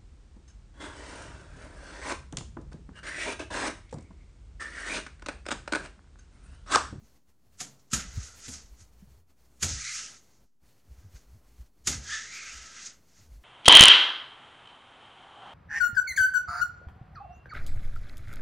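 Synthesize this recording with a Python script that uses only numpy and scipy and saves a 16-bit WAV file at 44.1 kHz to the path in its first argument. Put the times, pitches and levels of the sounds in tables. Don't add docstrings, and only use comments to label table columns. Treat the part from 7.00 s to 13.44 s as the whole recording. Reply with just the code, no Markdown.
import sys
import numpy as np
from scipy import signal
from scipy.fft import rfft, irfft
from scipy.io import wavfile
from scipy.ndimage import uniform_filter1d

SR = 44100
rng = np.random.default_rng(int(sys.argv[2]) if len(sys.argv) > 2 else 0)


def invert_db(level):
    return 10 ** (np.asarray(level, dtype=float) / 20)


def store_wav(level_fs):
    pcm = np.round(np.clip(np.atleast_2d(level_fs), -1, 1) * 32767)
    wavfile.write(sys.argv[1], SR, pcm.T.astype(np.int16))


N = 283869

# t/s, peak level/dB, thud re peak/dB, knock re peak/dB, lead-in brush re peak/dB
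SLAPS = [
    (0.602, -22, -49.5, -16, -15),
    (0.912, -37, -14, -23, -34),
    (0.931, -11.5, -38, -17, -19.5),
    (1.479, -28, -23.5, -11, -37),
    (2.625, -12.5, -28, -14.5, -16),
    (4.871, -11, -33, -16.5, -20),
]
GATE_SHARE = (2.22, 1.44, .9, 1.7)
HAND_DB = -65.5
STEP = 32


def rms_one(x):
    return x / np.sqrt(np.mean(x ** 2) + 1e-20)


def at_hz(points, hz):
    f, value = np.transpose(points)
    return np.interp(np.log(np.maximum(hz, 1)), np.log(f), value)


def coloured(x, spectrum, low_hz, high_hz):
    hz = np.fft.rfftfreq(x.shape[-1], 1 / SR)
    gain = invert_db(at_hz(spectrum, hz))
    inside = (hz > low_hz) & (hz < high_hz)
    band_rms = np.sqrt(np.sum(gain[inside] ** 2) / len(hz))
    return irfft(rfft(rms_one(x)) * gain, x.shape[-1]) / band_rms


def drift(rate):
    every = 40
    r = np.exp(-2 * np.pi * rate * every / SR)
    draws = rng.standard_normal(N // every + 2002)
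    slow = signal.lfilter([1], [1, -2 * r, r * r], draws)[2000:]
    return np.interp(np.arange(N) / every, np.arange(len(slow)), rms_one(slow))


def resonance(x, hz, width_hz):
    r = np.exp(-np.pi * width_hz / SR)
    poles = [1, -2 * r * np.cos(2 * np.pi * hz / SR), r * r]
    return signal.lfilter((1 - r * r) / 2 * np.array([1, 0, -1]), poles, x)


def burst(at_s, rise_s, t60):
    t = np.maximum(np.arange(N) / SR - at_s, 0)
    return (1 - np.exp(-t / rise_s)) * invert_db(-60 * t / t60)


def grit(per_s, spread_db):
    sizes = invert_db(spread_db * np.minimum(rng.exponential(1, N), 4)) * rng.choice([-1, 1], N)
    return sizes * (rng.random(N) < per_s / SR)


def swells(at_s, db, swell_s, fade_s):
    t = np.arange(0, N + STEP, STEP) / SR - np.asarray(at_s)[:, None]
    share = np.where(t < 0, -t / np.abs(swell_s)[:, None], t / np.abs(fade_s)[:, None])
    return np.asarray(db)[:, None] - 20 * share


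def power_sum(levels_db):
    total = np.sqrt(np.sum(invert_db(2 * levels_db), axis=0))
    return np.interp(np.arange(N) / STEP, np.arange(len(total)), total)


def slaps():
    # f/Hz, level/dB, t60/s
    door_modes = [(61.7, 4.5, 0.12), (134.4, -6.5, 0.75), (150, -2.5, 0.061), (220.2, -23, 0.074),
                  (253, -20, 0.13), (377, 0, 0.16), (473, -22.5, 0.068), (623, -14.5, 0.061),
                  (766, -28, 0.38)]
    # f/Hz, density/dB
    rattle_spectrum = [(90, -39.5), (140, 0), (250, 4.5), (380, -9.5), (700, -9), (1000, -12),
                       (1200, -52.5)]
    # f/Hz, density/dB
    crack_spectrum = [(530, -31), (900, -21.5), (1340, -6.5), (2230, -9), (3740, -7), (4110, -6.5),
                      (6350, -2), (11600, -18), (13800, -27), (14300, -80.5), (15000, -45)]
    toes = grit(20000, 3.5)
    crack = coloured(toes * invert_db(0.66 * drift(150)), crack_spectrum, 1200, 12000)
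    crack = crack + 1.16 * resonance(crack, 6950, 820)
    rattle = coloured(rng.standard_normal(N), rattle_spectrum, 130, 900)
    t, out = np.arange(N) / SR, np.zeros(N)
    push = np.zeros((len(door_modes), N))
    chance = rng.normal(0, 1, (len(SLAPS), len(door_modes)))
    lowest = np.arange(len(door_modes)) < 1
    for (s, db, thud_db, knock_db, brush_db), luck in zip(SLAPS, chance):
        brush = invert_db(brush_db - 1020 * np.abs(s - t)) * (t > s - .03) * (t < s + .01)
        contact = 3.65 * burst(s, 0.017, 0.042) + 0.53 * burst(s, 0.019, 0.23) + brush
        out += invert_db(db - 8.5) * crack * contact
        out += invert_db(db + knock_db - 10.0) * rattle * burst(s, 0.0083, 0.37)
        push[:, round(s * SR)] = invert_db(db + np.where(lowest, thud_db, knock_db) + 2.5 * luck)
    for (hz, db, t60), kick in zip(door_modes, push):
        r, w = invert_db(-60 / (t60 * SR)), 2 * np.pi * hz / SR
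        soft = signal.lfilter([.03], [1, -.97], kick + 1e-18)
        out += invert_db(db - 11.0) * signal.lfilter([0, np.sin(w)], [1, -2 * r * np.cos(w), r * r], soft)
    return out


def through_skin(x):
    # f/Hz, bandwidth/Hz, level/dB
    skin_modes = [(1299, 67, -1), (1590, 164, -4), (2026, 180, -5.8), (2700, 530, 2.5), (2730, 880, 0.5),
                  (3780, 230, -11.5)]
    modes = 0
    for k, (hz, width_hz, db) in enumerate(skin_modes):
        modes = modes + (-1) ** k * invert_db(db) * resonance(x, hz, width_hz)
    modes = signal.sosfilt(signal.butter(6, 1150, "high", fs=SR, output="sos"), modes)
    return rms_one(signal.sosfilt(signal.butter(4, 4500, fs=SR, output="sos"), modes))


def slides():
    # t of most force/s, hiss level/dB, swell/s, fade/s, skin re hiss/dB
    strokes = [(.718, -73, 0.06, 0.24, -17), (.796, -64.5, 0.012, 0.043, -24),
               (0.883, -72, 0.033, .04, -16), (0.998, -42, .02, .11, -4), (1.245, -47.5, 0.51, 0.17, -13),
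               (1.464, -44, 0.11, 0.039, -12.5), (1.54, -44, .06, .13, -16.5),
               (1.807, -57.5, 0.056, .07, -12), (2.689, -34, 0.06, .25, -20.5),
               (2.878, -43, 0.27, 0.41, -9.5), (3.0, -37, 0.7, 0.14, -14), (3.35, -70.5, 0.6, 0.18, -11.5),
               (4.16, -58.5, 0.021, 0.086, -11.5), (4.93, -35.5, 0.042, 0.089, -11),
               (5.134, -35, 0.13, .2, -10), (5.34, -43.5, 0.1, 1, -11), (5.55, -56.5, 0.64, 0.45, 3.5),
               (5.801, -59, 0.13, 0.12, 6), (5.868, -39.5, .12, 0.05, -20.5), (6.1, -66, 0.043, 0.064, -14),
               (6.194, -61, 0.13, 0.12, -12), (.05, -72, 0.064, 0.23, -15), (4.0, -70.5, 0.16, 0.29, -8.5)]
    # t/s, edge level/dB, swell/s, fade/s
    digs = [
        (.595, -62, .03, .03),
        (1.26, -58, .1, 0.11),
        (1.53, -52, 0.2, 0.059),
        (1.81, -64, .05, 0.066),
        (2.94, -48, 0.25, 0.17),
    ]
    # f/Hz, density/dB
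    rub_spectrum = [(1760, -16.5), (3000, -14.5), (4130, -9.5), (4360, -8), (6620, -0.5), (10700, -28),
                    (11600, -31.5), (12400, -40), (13300, -58.5)]
    lift_offs = [.86, 1.7, 3.168, 5.921, 6.3]
    lift_db_per_s = 235
    s, db, swell_s, fade_s, skin_db = np.transpose(strokes)
    t = np.arange(0, N + STEP, STEP) / SR
    landed = np.array([max([0] + [row[0] for row in SLAPS if row[0] < a]) for a in s])
    lifted = np.array([min(off for off in lift_offs + [N / SR] if off > a) for a in s])
    force_db = swells(s, db, swell_s, fade_s)
    force_db = force_db - lift_db_per_s * np.maximum(t - lifted[:, None], 0)
    force_db = force_db - 100 * (t < landed[:, None])
    edge_db = -30.5 - 0.39 * skin_db
    edge_levels = np.vstack([force_db + edge_db[:, None] - 0.5, swells(*np.transpose(digs))])

    hiss = coloured(grit(20000, 0.4) * invert_db(1.02 * drift(40)), rub_spectrum, 2700, 9000)
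    hiss = signal.sosfilt(signal.butter(8, 1300, "high", fs=SR, output="sos"), hiss)
    edge = signal.sosfiltfilt(signal.butter(3, 8800, "high", fs=SR, output="sos"), hiss)
    skin = through_skin(grit(12000, 2.8) * invert_db(1.3 * drift(30)))
    rubbing = power_sum(force_db) * (hiss - edge)
    claws = power_sum(edge_levels) * rms_one(edge)
    return rubbing + claws + power_sum(force_db + skin_db[:, None] + 3.5) * skin


def in_time(rows):
    s, *columns = np.transpose(rows)
    return [np.interp(np.arange(N) / SR, s, c) for c in columns]


def while_on(spans, fade_s):
    t, total = np.arange(N) / SR, 0
    for rows in spans:
        inside_s = np.minimum(t - rows[0][0], rows[-1][0] - t)
        total = total + np.clip((inside_s + fade_s) / fade_s, 0, 1)
    return total


def squeaks():
    # t/s, slip rate f/Hz, level/dB
    slip_curves = [
        [(.97, 1450, -44), (1.06, 1290, -63.5), (1.25, 1450, -62.5), (1.32, 1350, -63), (1.36, 1330, -65)],
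        [(2.78, 2020, -51.5), (2.84, 2150, -46), (2.88, 2210, -40.5), (2.925, 1940, -46.5), (2.95, 2530, -46.5),
         (3.0, 2750, -52), (3.09, 2800, -56)],
        [(5.05, 1670, -55), (5.135, 1780, -33), (5.18, 1760, -39.5), (5.23, 1800, -46.5), (5.28, 2060, -51.5),
         (5.38, 2310, -44.5), (5.45, 2300, -49), (5.5, 2540, -48), (5.56, 2560, -58)],
    ]
    # overtones/dB, flutter/1
    grips = [
        (-28, 1.6),
        (-3, 0.81),
        (-8, .9),
    ]
    slip_hz, db = in_time(np.vstack(slip_curves))
    grip_rows = []
    for rows, grip in zip(slip_curves, grips):
        grip_rows += [(rows[0][0], *grip), (rows[-1][0], *grip)]
    over_db, flutter = in_time(grip_rows)
    wander = 0.082 * drift(60.07) + 0.16 * drift(300)
    phase = 2 * np.pi * np.cumsum(slip_hz + flutter * (slip_hz - 950) * wander) / SR
    overtones = np.sin(2 * phase) + .5 * np.sin(3 * phase)
    tone = np.sin(phase) + invert_db(over_db - 0.5) * overtones
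    return while_on(slip_curves, 0.0094) * invert_db(db + 2.5 + 0.74 * drift(80)) * tone


def bumps():
    # t/s, peak level/dB, f/Hz
    soft_bumps = [(0.019, -53, 218), (.606, -59, 198), (.608, -43, 732), (.928, -31, 233), (.93, -29, 136),
                  (.93, -31.5, 1314), (.932, -36, 1580), (.975, -34.5, 194), (1.05, -42.5, 182),
                  (1.48, -51.5, 477), (1.488, -43, 232), (1.618, -73, 130), (2.023, -44, 189),
                  (2.071, -50.5, 135)]
    t, out = np.arange(N) / SR, 0
    for s, db, hz in soft_bumps:
        out = out + invert_db(db + 8) * burst(s, 0.0055, 0.064) * np.sin(2 * np.pi * hz * (t - s))
    return out


def hall(x):
    # f/Hz, t60/s
    hall_decay = [(100, 0.12), (1500, 0.053), (6000, 0.053), (12000, 0.06)]
    t, band_edges = np.arange(SR // 2) / SR, 100 * 2. ** np.arange(8)
    white, echo = rng.standard_normal((2, len(t))), 0
    for low, high in zip(band_edges, band_edges[1:]):
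        band = signal.sosfilt(signal.butter(2, [low, high], "band", fs=SR, output="sos"), white)
        t60 = at_hz(hall_decay, np.sqrt(low * high))
        echo = echo + band * invert_db(-60 * t / t60) * (t > .005)
    echo = echo / np.sqrt(np.sum(echo[0] ** 2))
    mid, side = signal.fftconvolve(x[None], echo, axes=1)[:, :N]
    return mid + .8 * side * np.array([[1], [-1]])


def handling():
    # t/s, level/dB, length/s
    jolts = [(0.046, -55, 0.052), (.14, -57, 0.064), (0.284, -60, 0.073), (1.178, -34.5, 0.064),
             (1.24, -46, 0.073), (1.337, -48.5, 0.21), (1.497, -46, 0.074), (1.564, -45.5, 0.14),
             (1.645, -38, 0.035), (1.716, -39, 0.055), (1.825, -45, 0.1), (1.987, -45.5, 0.17),
             (2.123, -51, 0.11), (2.9, -61.5, .05), (2.969, -56, 0.18), (3.421, -73, 0.082),
             (3.917, -40.5, 0.054), (3.987, -34, 0.029), (4.055, -43, 0.071), (4.153, -35.5, 0.031),
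             (4.332, -48, 0.17), (4.461, -44, 0.052), (4.606, -38.5, 0.034), (5.57, -52.5, 0.12),
             (6.206, -48.5, 0.11), (6.318, -41, 0.12)]
    s, db, length = np.transpose(jolts)
    return power_sum(swells(s, db, 0.64 * length, length))


def gate_db():
    # t from/s, t to/s, change/dB
    gate_moves = [(0.211, 0.253, -6.5), (0.331, 0.423, -5.5), (0.49, 0.54, -2), (0.796, .89, -1),
                  (1.0, 1.6, 3), (2.248, 2.258, -8.5), (2.357, 2.359, -6), (2.805, 2.949, -8.5),
                  (2.97, 3.132, 5), (3.17, 3.24, 0.5), (3.487, 3.591, -12), (3.81, 3.826, -3),
                  (4.153, 4.158, 3), (4.711, 4.728, -5.5), (4.797, 4.828, -2), (4.95, 5.905, 4.5),
                  (6.035, 6.065, 0)]
    t, total, ramp_s = np.arange(N) / SR, 0, 0.046
    for start, end, db in gate_moves:
        total = total + db * np.clip(np.minimum(t - start, end - t) / ramp_s + 1, 0, 1)
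    return total


def rumble():
    # t/s, level/dB, swell/s, fade/s
    shudders = [
        (.945, -35.5, 0.041, 0.16),
        (1.09, -41.5, 0.13, 0.022),
        (2.65, -28.5, 0.031, 0.066),
        (2.719, -37.5, .1, 0.13),
        (4.9, -32, 0.042, 0.18),
        (4.979, -32, 0.098, 0.068),
    ]
    wobble_hz = 62 * invert_db(1.6 * drift(4.1) + 2.1 * drift(30))
    phase = 2 * np.pi * np.cumsum(wobble_hz) / SR
    tremor = invert_db(HAND_DB + GATE_SHARE[3] * np.minimum(gate_db(), 0))
    shudder = power_sum(swells(*np.transpose(shudders)))
    force = np.hypot(np.hypot(handling(), shudder), tremor)
    cycles = np.sin(phase) + 0.14 * np.sin(2 * phase + 3 * drift(6))
    return force * invert_db(-1.0 + 4.1 * drift(4.1)) * cycles


def room_tone():
    # f/Hz, density/dB
    hiss_spectrum = [(900, -4.5), (2000, 2.5), (3700, -2), (6400, 1.5), (8800, -4.5), (15500, -5.5),
                     (17000, -10.5)]
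    murmur_spectrum = [(300, -18.5), (400, -1.5), (700, -4.5), (1000, -7), (1500, -12), (2200, -28.5)]
    hum_spectrum = [(60, -19), (110, 8.5), (250, 6.5), (400, -1), (520, -20)]
    rest_levels = (-82, -77.5, -72)
    jolt = uniform_filter1d(handling(), size=2000) / invert_db(HAND_DB)
    opened_db = gate_db() + 0.067 * 20 * np.log10(1 + jolt)
    hiss_db, murmur_db, hum_db = [db + share * opened_db for db, share in zip(rest_levels, GATE_SHARE)]
    after = sum(invert_db(row[1]) * burst(row[0], 0.0055, 1) for row in SLAPS)

    def swollen(db, after_slap_db, loudest_db):
        swell = invert_db(after_slap_db + np.minimum(opened_db, 0)) * after
        return np.minimum(np.hypot(invert_db(db), swell), invert_db(loudest_db))

    murmur_gain, hum_gain = swollen(murmur_db, -43, -68.5), swollen(hum_db, -40.5, -67.5)
    white, sides = rng.standard_normal((3, 2, N)), np.array([[1], [-1]])
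    hiss, murmur, hum = white[:, :1] + 0.027 * white[:, 1:] * sides
    whine = invert_db(-5) * rms_one(resonance(rng.standard_normal(N), 4340, 40))
    hiss = (coloured(hiss, hiss_spectrum, 11450, 16900) + whine) * invert_db(hiss_db + 2.9 * drift(9.8))
    murmur = coloured(murmur, murmur_spectrum, 490, 1000) * murmur_gain
    return hiss + murmur + coloured(hum, hum_spectrum, 130, 400) * hum_gain


def scene():
    door = slaps() + slides() + squeaks() + bumps()
    return door * invert_db([[-.4], [.4]]) + invert_db(-24.0) * hall(door) + rumble() + room_tone()


def band_dropouts(x):
    # f/Hz, level re hiss/dB
    drop_curve = [(260, -60), (330, -18.5), (650, -29), (1050, -55), (1300, -50), (8000, -52), (9500, -42),
                  (10300, -28), (11500, -23.5), (15000, -15.5)]
    hz, _, cells = signal.stft(x, SR, nperseg=2048, noverlap=1536)
    power = uniform_filter1d(np.mean(np.abs(cells) ** 2, axis=0), size=8, axis=0)
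    loud = power[(hz > 4000) & (hz < 9000)].mean(axis=0)
    busy = loud > invert_db(2 * -31.5) * loud.max()
    treble = np.where(busy, np.maximum(loud, invert_db(2 * -20.5) * loud.max()), loud)
    loud = np.where(hz[:, None] > 8000, treble, loud)
    luck = rng.standard_normal((len(hz) // 12 + 1, power.shape[1] // 2 + 1))
    luck = np.repeat(np.repeat(luck, 12, axis=0), 2, axis=1)
    luck_db = 9 * luck[:len(hz), :power.shape[1]]
    kept = power > loud * invert_db(2 * at_hz(drop_curve, hz)[:, None] + luck_db)
    return signal.istft(cells * kept, SR, nperseg=2048, noverlap=1536)[1][:, :N]


def top_cut(x):
    return signal.sosfilt(signal.butter(12, 15710, fs=SR, output="sos"), x)


def record(dry):
    dry = signal.sosfilt(signal.butter(2, 35, "high", fs=SR, output="sos"), dry)
    mix = band_dropouts(dry) - .0008
    return top_cut(mix)


dry = scene()
out = record(dry)
store_wav(out)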